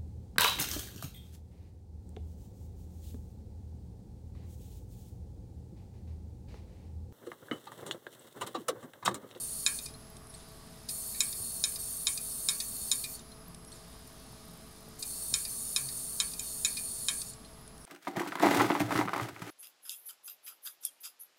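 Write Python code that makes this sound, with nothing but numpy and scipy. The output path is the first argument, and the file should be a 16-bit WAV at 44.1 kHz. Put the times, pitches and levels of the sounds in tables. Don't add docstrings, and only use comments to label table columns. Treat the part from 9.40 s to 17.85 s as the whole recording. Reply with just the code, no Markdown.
import sys
import numpy as np
from scipy import signal
from scipy.fft import rfft, irfft, next_fast_len
from scipy.io import wavfile
from scipy.ndimage import uniform_filter1d

SR = 44100
rng = np.random.default_rng(int(sys.argv[2]) if len(sys.argv) > 2 else 0)


def dump(signal):
    limited = np.clip(np.atleast_2d(signal).T, -1, 1)
    pcm = np.round(limited * 32767).astype(np.int16)
    wavfile.write(sys.argv[1], SR, pcm)


def boost_factor(decibels):
    exponent = np.asarray(decibels, float) / 20
    return 10 ** exponent


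N = 372761

# start, coil eases, coil cuts out, parked-head blip, all in seconds.
RUNS = [
    (-.1, .372, .458, .7021),
    (1.482, 3.635, 3.758, 4.0804),
    (5.584, 7.81, 7.906, 8.2117),
]
# time in seconds, blow in dB, brightness in dB per octave, rebound in dB,
# gain in dB of the low modes coupled to the desk.
SLAMS = [(0.2638, -9, -1.5, -11, -4), (1.8058, -9.5, 2.5, -7, 0.5), (2.2396, -10, 1, -11, -2.3),
         (2.67, -10, 1, -11, -2), (3.0872, -10.5, 1, -6.5, 0.2), (3.5157, -9, 0, -7, -4.5),
         (5.9402, -11, 0.6, -12, -1.5), (6.3625, -11, 0.5, -8, -1.5), (6.8013, -10, 1, -8, 0.5),
         (6.995, -21, 5.5, -26, 6.5), (7.2484, -11, 3, -4.5, 3), (7.6849, -12, 0.7, -6.5, 1.5)]
# time in seconds, level in dB, brightness in dB per octave, length in ms,
# dB the coil eases off just after.
SCUFFS = [(0.388, -26, 2.5, 3.5, 1), (0.458, -30, 4, 6.9, -1), (0.4854, -40, 4, 5.5, -6),
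          (1.487, -25.5, 2.5, 9.6, -3), (1.745, -37, -8, 6, 1), (1.9257, -32, 0, 6, 3),
          (2.358, -28, 0, 3.9, 7.5), (2.775, -25, 2, 4.1, 8), (3.201, -22, 1, 6.9, -2),
          (3.638, -25.5, 0, 9.4, -4), (3.791, -42, 1, 7.5, -2), (5.6244, -23, 3.3, 7.4, 8),
          (6.05, -26.5, -1, 5.2, 5), (6.4878, -30, -4, 2.7, 2), (6.9152, -34.5, 1, 6, 0),
          (6.935, -29.5, 3, 4.9, 2), (7.3668, -28, -3, 11.5, -2), (7.815, -25, 5.3, 6.5, 1.5),
          (7.9325, -40, 7, 5.4, 1)]
ARM_HZ = [3690, 4320, 4500, 5300, 6300, 6950, 7600, 8310, 8945, 9370, 9495, 10140, 10695, 11480, 12595,
          13300, 13880, 14600, 15700]


def evened(x):
    return x / np.sqrt(np.mean(x ** 2) + 1e-20)


def read(points, hz):
    f, value = np.transpose(points)
    return np.interp(np.log(hz + 1), np.log(f + 1), value)


def curve(rows):
    s, *columns = np.transpose(rows)
    return [np.interp(np.arange(N) / SR, s, c) for c in columns]


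def add(mix, s, sound):
    part = mix[round(s * SR):][:len(sound)]
    part += sound[:len(part)]


def after(times, sizes, shape):
    out = np.zeros(N)
    for s, size in zip(times, sizes):
        add(out, s, size * shape)
    return out


def coloured(gain):
    size = next_fast_len(N)
    spectrum = rfft(rng.standard_normal(size)) * gain(np.fft.rfftfreq(size, 1 / SR))
    return evened(irfft(spectrum, size)[:N])


def drift(per_s):
    pole = np.exp(-2 * np.pi * per_s * 32 / SR)
    coarse = signal.lfilter([1], [1, -pole], rng.standard_normal(N // 32 + 2))
    return evened(np.interp(np.arange(N) / 32, np.arange(len(coarse)), uniform_filter1d(coarse, size=3)))


def ringing(modes, tilt_db=0, widen=1.4):
    t, out = np.arange(4096) / SR, 0
    for k, (hz, width, db) in enumerate(modes):
        level = (-1) ** k * boost_factor(db + tilt_db * np.log2(hz / 5000)) * width * widen
        out = out + level * np.exp(-np.pi * width * widen * t) * np.sin(2 * np.pi * hz * t)
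    return out


def struck(force, modes, db, tilt_db):
    sound = signal.fftconvolve(force, ringing(modes, tilt_db))
    return boost_factor(db) * sound / abs(sound).max()


def rubs(rows, modes, rise):
    t, out = np.arange(1500) / SR, np.zeros(N)
    for s, db, tilt_db, ms in rows:
        u = t / (max(ms, .3) / 1000)
        force = np.minimum(u / rise, 1) * np.exp(-u ** 2) * rng.standard_normal(len(t))
        add(out, s - .001, struck(force, modes, db, tilt_db))
    return out


def pings(rows, count):
    out = np.zeros(N)
    for s, db, hz, ms in rows:
        grit = rng.standard_normal(20 * count)
        t = np.arange(min(round(ms * SR / 1000), len(grit))) / SR
        flutter = 1 + 0.45 * evened(uniform_filter1d(grit, count))[:len(t)]
        swell = abs(np.sin(np.pi * t / t[-1])) ** 0.55
        add(out, s, boost_factor(db) * np.sqrt(2) * flutter * swell * np.sin(2 * np.pi * hz * t))
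    return out


def room_tone():
    # frequency in Hz, level in dB per Hz.
    wash = [(12, -45), (20, -2), (146, -2), (347, -10.5), (446, -13), (542, -15.5), (642, -10.5),
            (718, -12.5), (1090, -14.5), (4180, -28.5), (4540, -37), (4940, -17.5), (6180, -33),
            (10500, -24), (16000, -36)]
    # frequency in Hz, width in Hz, level in dB rms.
    hums = [(131.6, 15, -66.5), (169.9, 10, -66), (221, 18, -65), (256.6, 18, -67), (360.4, 10, -74),
            (1133, 42, -71.5), (1233, 40, -73)]
    fan_hz = [58.9, 435.3, 652.9, 6480]
    fan_db = [-61.5, -65.5, -67.5, -79]
    # time in seconds, level in dB rms.
    whine = [(0, -61), (.95, -62.5), (1.1, -67), (1.5, -65), (3.7, -63), (4.3, -62.5), (4.5, -66),
             (5.5, -67.5), (7.9, -61), (8.45, -65)]
    wash_db = -52.5
    out = boost_factor(wash_db - 2.18 + 0.21 * drift(9)) * coloured(lambda hz: boost_factor(read(wash, hz)))
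    for f, width, db in hums:
        out += boost_factor(db) * coloured(lambda hz: 1 / (1 + (2 * (hz - f) / width) ** 2))
    for hz, db in [*zip(fan_hz, fan_db), (10799, curve(whine)[0])]:
        turns = np.cumsum(hz + 0.5 * drift(2.76)) / SR
        out += boost_factor(db + 1.05 * drift(14)) * np.sqrt(2) * np.sin(2 * np.pi * turns)
    return out


def coil_drive():
    # main bending modes [dB], low modes [dB], head suspension modes [dB].
    seek = (-40.5, -49.5, -45.5)
    ease = (-49.5, -52.5, -49)
    retreat = (-45, -51, -50)
    cut = (-56, -56.5, -61)
    coast = (-66.5, -62.5, -71)
    idle = (-74, -67, -80)
    stir = (-64, -68, -74)
    wake = (-59.5, -59, -69)
    wait = (-64.5, -61, -72)
    # time in seconds, half-width in seconds, depth in dB.
    falters = [
        (5.62, 0.025, 9),
        (6.965, 0.073, 7),
    ]
    # time in seconds, gain in dB.
    off_axis = [(0, -2), (1.5, 1), (2.5, 0), (3.6, 1.5), (5.7, 0), (6.8, -2), (7.8, -4), (8.45, 0)]
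    knots = []
    for start, ease_s, cut_s, blip in RUNS:
        knots += [(start, *wait), (start + .01, *seek), (ease_s, *seek), (ease_s + .03, *ease)]
        knots += [(cut_s, *retreat), (cut_s + .012, *cut), (cut_s + .065, *coast)]
        knots += [(blip + .165, *idle), (blip + .195, *stir), (blip + .26, *wake), (blip + .37, *wait)]
    main_db, low_db, head_db = curve(knots)
    t = np.arange(N) / SR
    falter_db = sum(db * np.exp(-((t - s) / half) ** 2) for s, half, db in falters)
    head_db = head_db - 0.49 * falter_db + curve(off_axis)[0]
    return main_db - falter_db, low_db - 0.45 * falter_db, head_db


def arm_gain(hz):
    # width in Hz, level in dB.
    mode_peaks = [(70, -16), (140, -10.5), (147, -11), (350, -19), (78, -10), (140, -8.5), (90, -13),
                  (101, -10.5), (75, -7.5), (90, -12), (99, -3.5), (90, -8), (56, -8.5), (130, -8.5),
                  (110, -5), (200, -15), (120, -10), (300, -16), (80, -13)]
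    # frequency in Hz, level in dB.
    bed = [(3000, -30), (4500, -23.5), (7500, -20.5), (8600, -16), (9200, -13), (9720, -13.5), (10400, -15),
           (11000, -18), (12200, -15), (13000, -17), (14500, -19), (15800, -17)]
    power = boost_factor(read(bed, hz)) ** 2 * (hz > 2500)
    for f, (width, db) in zip(ARM_HZ, mode_peaks):
        power = power + boost_factor(db) ** 2 / (1 + (2 * (hz - f) / width) ** 2) ** 1.63
    return np.sqrt(power)


def coil():
    borders_hz = (7950, 10930)
    # frequency in Hz, level in dB.
    windage_spectrum = [(2500, -15), (3700, -6), (5000, -4.5), (5700, -9.5), (6200, -10), (7900, -10.5)]
    # time in seconds, dB the 13.3 kHz mode gains
    # and the 12.6 kHz mode loses.
    angle = [(0, -6), (3.6, -1), (5.6, 2), (6.8, 8), (8.45, 4)]
    main_db, low_db, head_db = coil_drive()
    low, high = borders_hz
    t = np.arange(6000) / SR
    surge_shape = np.minimum(t / 0.0084, 1) * np.exp(-(t / 0.067) ** 2)
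    surge = after([r[0] for r in SLAMS], [boost_factor((r[1] + 12) / 2) for r in SLAMS], surge_shape)
    ease_shape = np.exp(-((t - .022) / 0.01) ** 2)
    ease_db = after([r[0] for r in SCUFFS], [r[4] for r in SCUFFS], ease_shape)

    driven = np.clip((low_db + 60) / 5, 0, 1)
    windage = coloured(lambda hz: boost_factor(read(windage_spectrum, hz)) * (hz < low))
    low_modes = coloured(lambda hz: arm_gain(hz) * (hz < low))
    low_band = np.sqrt(driven) * low_modes + np.sqrt(1 - driven) * windage
    out = boost_factor(low_db + 4.8 * surge - 0.61 * ease_db) * low_band

    main_db = main_db + 4 * surge - ease_db + (0.2 + 1.9 * surge) * drift(83)
    out += boost_factor(main_db) * coloured(lambda hz: arm_gain(hz) * (hz >= low) * (hz < high))

    head_db = head_db + 0.43 * surge - 0.46 * ease_db + 0.27 * drift(40)
    out += boost_factor(head_db) * coloured(lambda hz: arm_gain(hz) * (hz >= high))
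    turn_db = curve(angle)[0]
    out += boost_factor(head_db - 12 + turn_db) * coloured(lambda hz: 1 / (1 + ((hz - 13300) / 200) ** 2))
    out += boost_factor(head_db - 10.5 - turn_db) * coloured(lambda hz: 1 / (1 + ((hz - ARM_HZ[14]) / 70) ** 2))
    return out * boost_factor(0.37 * drift(60))


def shifting(x, depth_db):
    z = signal.stft(x, nperseg=512)[2]
    patches = uniform_filter1d(rng.standard_normal(z.shape), size=5, axis=0)
    patches = uniform_filter1d(patches, size=14, axis=1)
    return signal.istft(z * boost_factor(depth_db * evened(patches)), nperseg=512)[1][:N]


def slams():
    casting_hz = [1110, 1380, 1670, 1900, 2240, 2460, 3170, 3665, 4000, 4800, 5290, 5800, 6450, 6950, 7800,
                  8950, 9490, 10200, 10700, 11600, 12600]
    # width in Hz, level in dB.
    casting = [(59.4, -14.5), (60, -19.5), (59.7, -12), (68, -23.5), (69, -12), (77, -6.5), (70, -6),
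               (104, -6), (200, -1.5), (200, -15), (210, -5), (200, -12.5), (202, -2), (166, 6), (170, -3),
               (130, -7), (119, -6), (200, -55.5), (150, -51), (300, -17.5), (200, -29)]
    plate_hz = (6200, 8000)
    rebound_ms, scatter_db = 6.8, 2.2
    t, out = np.arange(4096) / SR, np.zeros(N)
    for s, db, tilt_db, rebound_db, desk_db in SLAMS:
        modes = []
        for hz, (width, mode_db) in zip(casting_hz, casting):
            mode_db = mode_db + desk_db * (hz < 3400) + scatter_db * rng.standard_normal()
            modes.append((hz, width, mode_db))
        plate = [m for m in modes if plate_hz[0] < m[0] < plate_hz[1]]
        base = [m for m in modes if m[0] < 3400]
        frame = [m for m in modes if m not in plate + base]
        ring = ringing(frame, tilt_db) * (1 - np.exp(-(t / .001) ** 2))
        ring += ringing(plate, tilt_db) * (1 - np.exp(-(t / .0019) ** 3))
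        ring += ringing(base, tilt_db) * (1 - np.exp(-t / 0.0027))
        grit = np.diff(rng.standard_normal(len(t)), 2, prepend=[0, 0])
        force = boost_factor(-24.5) * grit * np.exp(-t / 0.0027)
        force[0] += 1
        force[round(rebound_ms * SR / 1000)] += boost_factor(rebound_db)
        sound = signal.fftconvolve(force, ring)
        add(out, s - .001, boost_factor(db - 1.45) * sound / abs(sound).max())
    return out


def rumbles():
    times = [.36, .5, 2.1, 3.95, 5.02, 5.06, 6.38]
    # level in dB rms, frequency in Hz, length in ms.
    swells = [
        (-56, 140, 210),
        (-67, 450, 56),
        (-62, 120, 55),
        (-58, 170, 440),
        (-58, 170, 140),
        (-54.5, 218.4, 69),
        (-53.5, 133, 180),
    ]
    return pings([(s, *row) for s, row in zip(times, swells)], count=900)


def scuffs():
    # frequency in Hz, width in Hz, level in dB.
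    ramp = [(1790, 90, -13), (2446, 60, -4), (3760, 210, 0.5), (4770, 420, 1.5), (5140, 94, 2.5),
            (5670, 190, -7.5), (6540, 340, -7.5), (7940, 175, -1), (9460, 400, -2)]
    return rubs([row[:4] for row in SCUFFS], ramp, rise=0.5)


def parking(routine):
    return [(run[3] + s, *rest) for run in RUNS for s, *rest in routine]


def latch():
    # frequency in Hz, width in Hz, level in dB.
    latch_modes = [(3760, 340, -7), (5330, 170, -11), (5800, 240, -9), (8880, 330, -2.5), (9750, 260, -7),
                   (10840, 89, -7), (12700, 270, -30)]
    # seconds from the blip, level in dB, brightness in dB per octave, length in ms.
    park_ticks = [
        (-.1629, -41.5, -2, 2.9),
        (.0664, -38, 1.5, 3.4),
        (.1684, -42, 6, 3),
        (.2384, -40, 3, 4.2),
    ]
    # time in seconds, level in dB, brightness in dB per octave, length in ms.
    stray_ticks = [
        (3.983, -55, 0.1, 3),
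        (4.4472, -53, 0.1, 3),
        (4.529, -44, -3, 3.3),
        (4.6527, -51, 0.1, 3),
        (5.0974, -55, -5, 3),
        (8.121, -53, 4, 3),
        (8.133, -57, 4, 3),
    ]
    # seconds from the blip, level in dB rms, frequency in Hz, length in ms.
    park_rings = [
        (-.162, -52, 4170, 15),
        (.191, -54.5, 10100, 19),
        (.196, -63.5, 5600, 21),
        (.241, -52, 8300, 12),
        (.244, -53.5, 4330, 8),
    ]
    # time in seconds, level in dB rms, frequency in Hz, length in ms.
    stray_rings = [
        (1.742, -56, 2250, 7),
        (3.655, -58, 15000, 20),
        (3.69, -52, 14350, 58),
        (3.792, -48, 7300, 6.3),
        (4.346, -61, 7100, 22),
        (7.934, -51.5, 7250, 6.2),
        (8.395, -70, 13800, 17),
    ]
    ticks = rubs(parking(park_ticks) + stray_ticks, latch_modes, rise=0.06)
    return ticks + pings(parking(park_rings) + stray_rings, count=130)


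def chatter():
    gap_s, jitter, level_db, spread_db = .0245, .3, -63.5, 4
    rows = []
    for run, following in zip(RUNS, RUNS[1:]):
        gap, size = rng.standard_normal((60, 2)).T
        s = run[3] + .37 + np.cumsum(gap_s * (1 + jitter * np.clip(gap, -1.5, 2)))
        rows += [row for row in zip(s, level_db + spread_db * size) if row[0] < following[0]]
    return rows


def parked_head():
    park_blip_db = [-54, -54, -60]
    blip_hz, blip_ms, nudge_db = 12060, 8, -4
    rows = chatter()
    parked = [(run[3], db) for run, db in zip(RUNS, park_blip_db)]
    blips = [(s - .002, db, blip_hz, blip_ms) for s, db in rows + parked]
    nudged_hz = rng.choice(ARM_HZ[7:11], 120)
    nudges = [(s, db + nudge_db, hz, blip_ms) for (s, db), hz in zip(rows, nudged_hz)]
    return pings(blips + nudges, count=130)


def thumps():
    # time in seconds, peak in dB, after-swing in Hz.
    pushes = [
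        (2, -37.5, 90),
        (4.929, -39.5, 90),
        (5.479, -38, 110),
        (5.925, -35, 90),
    ]
    t, out = np.arange(2000) / SR, np.zeros(N)
    for s, db, hz in pushes:
        push = np.exp(-((t - .002) / 0.00035) ** 2)
        swing = np.exp(-t / 0.014) * np.sin(2 * np.pi * hz * t) * np.minimum(t / 0.0048, 1)
        add(out, s, boost_factor(db) * (push - 0.53 * swing))
    return out


def desk(x):
    # frequency in Hz, decay time t60 in seconds.
    decay = [(1000, 0.24), (2500, 0.19), (4000, 0.043), (7000, 0.068), (12000, 0.049)]
    taps = np.zeros(SR // 3)
    at = np.arange(120, len(taps) - 20, 20)
    taps[at + rng.integers(0, 20, len(at))] = rng.choice([-1., 1.], len(at))
    hz, t, z = signal.stft(taps, SR, nperseg=128)
    tail = signal.istft(z * boost_factor(-60 * t / read(decay, hz)[:, None]), SR, nperseg=128)[1]
    return signal.fftconvolve(x, tail / np.linalg.norm(tail))[:N]


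def scene():
    room = room_tone() + thumps() + rumbles()
    hiss = shifting(coil(), depth_db=1.5)
    hits = slams() + scuffs()
    small = latch() + parked_head()
    reflections = boost_factor(-3.5) * desk(hits + boost_factor(-15) * small)
    return (hits + small + reflections + hiss + room)[None]


def low_pass(x):
    return signal.sosfilt(signal.butter(12, 16500, fs=SR, output="sos"), x)


def record(dry):
    edge = signal.firwin(801, 15740, window=("kaiser", 9), fs=SR)
    mix = signal.oaconvolve(dry, edge[None], "same") - .0006
    return low_pass(mix)


dry = scene()
out = record(dry)
dump(out)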